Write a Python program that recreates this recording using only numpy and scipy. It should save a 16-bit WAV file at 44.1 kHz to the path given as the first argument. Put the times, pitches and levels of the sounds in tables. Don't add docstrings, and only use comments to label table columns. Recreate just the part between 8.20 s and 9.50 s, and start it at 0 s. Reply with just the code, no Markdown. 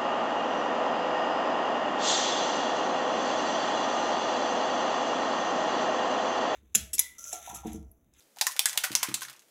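import sys
import numpy as np
from scipy import signal
from scipy.fft import rfft, irfft, next_fast_len
from scipy.io import wavfile
from scipy.ndimage import uniform_filter1d

SR = 44100
rng = np.random.default_rng(int(sys.argv[2]) if len(sys.argv) > 2 else 0)


def pcm_store(signal):
    levels = np.round(np.clip(np.atleast_2d(signal), -1, 1) * 32767)
    wavfile.write(sys.argv[1], SR, levels.astype(np.int16).T)


N = 57330
T = np.arange(N) / SR
HIT_T = T[:SR // 5]

# (frequency [Hz], gain [dB])
CONTACT_SPECTRUM = [(30, -50), (200, -26), (450, -15), (800, -8), (1300, -5), (2400, 0), (3500, 1),
                    (5500, 1), (8500, -.5), (11000, -0.5), (14500, -4), (16000, -11.5)]
CRACK_T60_S, CRACK_RISE_S = 0.0025, 0.00012
BEAM_SHARE = 0.82


def from_db(db):
    return 10 ** (np.asarray(db) / 20)


def unit(x):
    return x / np.sqrt(np.sum(x ** 2) + 1e-20)


def at_hz(points, hz):
    f, v = np.transpose(points)
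    return np.interp(np.log(np.maximum(hz, 1)), np.log(f), v)


def level_curve(points):
    return from_db(np.interp(T, *np.transpose(points)))


def fade(t, t60):
    return np.exp(-np.log(1000) * t / t60)


def add(out, s, x):
    i = max(int(s * SR), 0)
    out[i:i + len(x)] += x[:max(N - i, 0)]


def colour(x, spectrum):
    size = 2 * next_fast_len(len(x))
    gain = from_db(at_hz(spectrum, np.fft.rfftfreq(size, 1 / SR)))
    cepstrum = irfft(np.log(gain))
    cepstrum[1:size // 2] *= 2
    cepstrum[size // 2 + 1:] = 0
    return irfft(rfft(x, size) * np.exp(rfft(cepstrum)))[:len(x)]


def boost(x, hz, q, db):
    b, a = signal.iirpeak(min(hz, SR / 2 - 1000), q, fs=SR)
    return x + (from_db(db) - 1) * signal.lfilter(b, a, x)


def resonate(x, hz, q):
    b, a = signal.iirpeak(hz, q, fs=SR)
    return signal.lfilter(b, a, signal.lfilter(b, a, x))


def no_bass(x):
    return signal.sosfilt(signal.butter(2, 600, "high", fs=SR, output="sos"), x)


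def clacks():
    # (time [s], level before gain [dB], shell noise rise [s], crack [dB],
    # rebound delay [s], rebound [dB], air pocket [Hz], [dB], hollow body [Hz], [dB],
    # wall resonance [Hz], boost [dB], damped range [Hz], cut [dB], dull push [dB])
    end_hits = [ (0.2118, -21, 0.00016, 0, 0.0026, -1.5, 858, -7, 1600, -15, 4330, 9.5, 1860, -0.5, -45),
                (0.2677, -22, 0.0002, -1, .0010, -1.5, 1041, -8, 1835, -6.5, 6000, 6.5, 3500, -6.5, -54),
                (0.3930, -22.5, 0.00052, 6, 0.00052, 5, 800, -21.5, 2250, -13, 3390, 5.5, 1450, -14, -38),
                (0.4572, -23, 0.00028, 1.5, 0.000817, 0.5, 1710, -3, 1507, -11, 8300, 9.5, 920, -0.5, -41),
                (0.5752, -21.5, 0.00018, 1, 0.0019, 2.5, 870, -23.5, 2210, -13, 3200, 7.5, 5600, -3, -38),
                (0.6394, -24.5, 0.0009, -3, 0.0021, -0.5, 748, -11.5, 1474, -5, 1960, 12, 3700, -4, -53),
                (0.7521, -22.5, 0.00047, 3.5, 0.00029, -9, 905, -16, 2120, -14, 5780, 11, 1700, -5, -26.5),
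                (0.8298, -20.5, 0.00042, -2.5, .0023, -1.5, 1015, -8, 2000, -12, 5170, 1.5, 3800, -4, -47),
                (0.9420, -29.5, 0.00087, 2, 0.0012, -4, 880, -32, 4050, -4.5, 7430, 14.5, 5700, -4, -44),
                (1.019, -32.5, 0.0054, -7.5, .0030, -7.5, 1050, -9, 1540, -7, 3000, 3.5, 5100, -3, -27),
                (1.0830, -46, 0.0014, -9, .0020, -5, 1390, -4, 1850, -2, 4140, 11, 6000, -5, -38)]
    gain_db = 22
    wall_q, damped_q = 5.5, 1.54
    pocket_t60_s, body_t60_s = 0.041, 0.034
    push_t60_s, push_top_hz = 0.0013, 515

    walls = np.zeros((2, N))
    hollow = np.zeros(N)
    push_band = signal.butter(2, [35, push_top_hz], "band", fs=SR, output="sos")
    push = unit(signal.sosfilt(push_band, fade(HIT_T, push_t60_s)))
    for (s, db, rise, crack_db, after, rebound_db, pocket_hz, pocket_db, body_hz, body_db,
         wall_hz, wall_db, damped_hz, damped_db, push_db) in end_hits:
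        gain = from_db(db + gain_db)
        first = from_db(crack_db) * burst(CRACK_RISE_S, CRACK_T60_S) + shell(rise)
        rebound = from_db(rebound_db) * burst(CRACK_RISE_S, CRACK_T60_S)
        for when, contact in ((s, first), (s + after, rebound)):
            for wall, share in zip(walls, (1, BEAM_SHARE)):
                lifted = boost(contact, wall_hz, wall_q, share * wall_db)
                add(wall, when, gain * boost(lifted, damped_hz, damped_q, share * damped_db))
        pocket = from_db(pocket_db) * cavity(pocket_hz, pocket_t60_s)
        body = from_db(body_db) * cavity(body_hz, body_t60_s)
        add(hollow, s, gain * (pocket - body + from_db(push_db) * push))
    return [colour(wall, CONTACT_SPECTRUM) + hollow for wall in walls]


def ticks():
    # (time [s], level before gain [dB], resonance [Hz])
    grazes = [(0.006, -55.5, 4000), (0.024, -59, 5100), (0.1620, -52, 6700), (0.17, -46.5, 1190),
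              (0.1864, -37.5, 2880), (0.2, -52, 6500), (0.3128, -34.5, 1780), (0.3197, -34, 10400),
              (0.365, -31, 2150), (0.3825, -53, 3500), (0.487, -29.5, 7900), (0.4953, -28, 6500),
              (0.5215, -47, 7000), (0.5304, -30.5, 1880), (0.556, -39.5, 750), (0.637, -28, 5060),
              (0.6488, -21.5, 1620), (0.7175, -31, 4160), (0.7290, -32.5, 2830), (0.8893, -33, 1970),
              (0.9172, -42, 1900), (0.9449, -26.5, 4050), (1.009, -35, 6940), (1.032, -33.5, 6000),
              (1.0500, -37.5, 2300), (1.0980, -36.5, 1530), (1.13, -45, 1480), (1.164, -52.5, 6000),
              (1.194, -50, 6900), (1.221, -55, 1760), (1.2770, -74, 12000), (1.2840, -59, 1600)]
    gain_db, rise_s, ring_db = 17.5, 0.0024, -2.5
    resonance_q, boost_db = 4.5, 6.5

    out = np.zeros(N)
    for s, db, hz in grazes:
        touch = burst(CRACK_RISE_S, CRACK_T60_S) + from_db(ring_db) * shell(rise_s)
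        add(out, s, from_db(db + gain_db) * boost(touch, hz, resonance_q, boost_db))
    return colour(out, CONTACT_SPECTRUM)


def shell(rise):
    # (frequency [Hz], mean level [dB], T60 [s])
    shell_modes = [(1405, -17, 0.14), (1873, -21, .1), (3394, -18, 0.048), (3540, -20, 0.1),
                   (4000, -17.5, 0.038), (4560, -42, 0.064), (4890, -22, 0.03), (4980, -18.5, 0.074),
                   (5876, -28, 0.039), (6350, -13.5, 0.037), (6880, -15.5, 0.015), (8050, -16.5, .04),
                   (9900, -17, .03)]
    spread_db, dense_t60_s, dense_db = 2.4, 0.063, 2.5

    modes = 0
    for hz, db, t60 in shell_modes:
        strength = from_db(db + rng.normal(0, spread_db)) * rng.choice([-1, 1])
        modes = modes + strength * tone(hz, t60)
    return modes + from_db(dense_db) * burst(rise, dense_t60_s)


def burst(rise, t60):
    even_over_bins = 90
    noise = np.tanh(2 * rng.standard_normal(len(HIT_T)))
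    x = noise * (1 - np.exp(-HIT_T / rise)) * fade(HIT_T, t60)
    power = np.abs(rfft(unit(x))) ** 2
    height = np.sqrt(uniform_filter1d(power, size=even_over_bins) + 1e-2)
    hz = np.fft.rfftfreq(len(x), 1 / SR)
    inverse = np.column_stack([hz, -20 * np.log10(height)])[1:]
    return unit(colour(x, inverse))


def tone(hz, t60):
    rise_cycles = 3.2
    rise = 1 - fade(HIT_T, rise_cycles / hz)
    return unit(np.cos(2 * np.pi * hz * HIT_T) * fade(HIT_T, t60) * rise)


def cavity(hz, t60):
    churn_db, churn_q, churn_t60_s = -1.5, 3.56, 0.08
    return no_bass(tone(hz, t60) + from_db(churn_db) * churn(hz, churn_q, churn_t60_s))


def churn(hz, q, t60):
    drops_per_s = 1200
    drops = (rng.random(len(HIT_T)) < drops_per_s / SR) * rng.choice([-1, 1], len(HIT_T))
    return unit(resonate(drops * fade(HIT_T, t60) + 1e-18, hz, q))


def gulps():
    # (time [s], level before gain [dB], resonance [Hz])
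    air_slips = [(0.1620, -42, 650), (0.1691, -29.5, 820), (0.3560, -29.5, 600), (0.3670, -26, 1520),
                 (0.5555, -26.5, 730), (0.6720, -24.5, 1240), (0.7200, -30, 700), (0.858, -26, 1490),
                 (0.9740, -30, 1100), (1.049, -26, 1650)]
    gain_db, t60_s, q = 6, 0.032, 2

    out = np.zeros(N)
    for s, db, hz in air_slips:
        add(out, s, from_db(db + gain_db) * churn(hz, q, t60_s))
    return out


def slosh(count=24):
    # (time [s], level [dB])
    slosh_level = [(0.14, -99), (0.18, -61.5), (0.30, -75), (0.45, -49.5), (0.66, -54), (0.88, -44),
                   (1.04, -61.5), (1.12, -55.5), (1.25, -80)]
    bubbles_per_s, t60_cycles, spread_db = 1100, 5.4, 4
    low_hz, high_hz = 906, 3230

    born = rng.random(N) < bubbles_per_s / SR
    strength = from_db(spread_db * np.minimum(rng.exponential(1, N), 4))
    bubbles = born * strength * rng.choice([-1, 1], N)
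    dealt = rng.integers(0, count, N)
    rings = 0
    for k, hz in enumerate(np.geomspace(low_hz, high_hz, count)):
        rings = rings + signal.fftconvolve(bubbles * (dealt == k), tone(hz, t60_cycles / hz))[:N]
    return unit(rings) * np.sqrt(N) * level_curve(slosh_level)


def thumps():
    # (time [s], level before band-pass [dB])
    knocks = [(0.7050, -38), (0.8850, -35), (0.9150, -44)]
    # (frequency [Hz], level [dB], T60 [s])
    desk_modes = [(129.5, -6.5, 0.18), (199, -9.5, 0.21), (227, -12.5, 0.27), (294.6, 0, 0.088),
                  (329, -6.5, 0.13), (440, -11.5, 0.063)]

    ring = sum(from_db(db) * np.sin(2 * np.pi * hz * T) * fade(T, t60) for hz, db, t60 in desk_modes)
    out = np.zeros(N)
    for s, db in knocks:
        add(out, s, from_db(db) * ring)
    return signal.sosfilt(signal.butter(3, [120, 520], "band", fs=SR, output="sos"), out)


def room(x):
    # (frequency [Hz], T60 [s])
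    room_t60 = [(150, 0.86), (700, 0.28), (2000, 0.28), (5000, 0.32), (9000, 0.26), (15000, 0.24)]
    # (frequency [Hz], gain [dB])
    tail_colour = [(100, -9.5), (500, 2), (1500, 4.5), (3000, 4), (6000, 4), (10000, 5.5), (15000, 3)]
    level_db, delay_s, build_s = -11.5, 0.0014, 0.0027

    noise = rfft(rng.standard_normal(N))
    hz = np.fft.rfftfreq(N, 1 / SR)
    age = np.maximum(T - delay_s, 0)
    tail = 0
    edges = np.geomspace(60, 18000, 13)
    for low, high in zip(edges, edges[1:]):
        band = irfft(noise * ((hz >= low) & (hz < high)), N)
        tail = tail + band * fade(age, at_hz(room_t60, np.sqrt(low * high)))
    tail = unit(colour(tail * (1 - np.exp(-age / build_s)), tail_colour))
    return from_db(level_db) * signal.fftconvolve(x, tail)[:N]


def rumble():
    # (time [s], level [dB])
    rumble_level = [(0, -79), (0.2, -92.5), (0.48, -83), (0.55, -70.5), (0.66, -77), (1.03, -94),
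                    (1.10, -70), (1.2, -88), (1.3, -95)]
    boom = resonate(rng.standard_normal(N), hz=133, q=12)
    return unit(boom) * np.sqrt(N) * level_curve(rumble_level)


def noise_floor():
    # (frequency [Hz], relative level [dB])
    floor_spectrum = [(25, 3), (92, -10), (125, 8), (180, 15), (300, 16), (550, 17.5), (1000, 9), (3000, 7),
                      (8000, 8), (15000, 4.5)]
    rms_db = -66
    return from_db(rms_db) * np.sqrt(N) * unit(colour(rng.standard_normal(N), floor_spectrum))


def scene():
    direct, spread = clacks()
    rest = ticks() + no_bass(slosh() + gulps()) + thumps()
    return (direct + rest + room(spread + rest) + rumble() + noise_floor())[None]


def record(dry):
    cutoff_hz = 15600
    return signal.sosfilt(signal.ellip(10, .2, 80, cutoff_hz, fs=SR, output="sos"), dry)


dry = scene()
out = record(dry)
pcm_store(out)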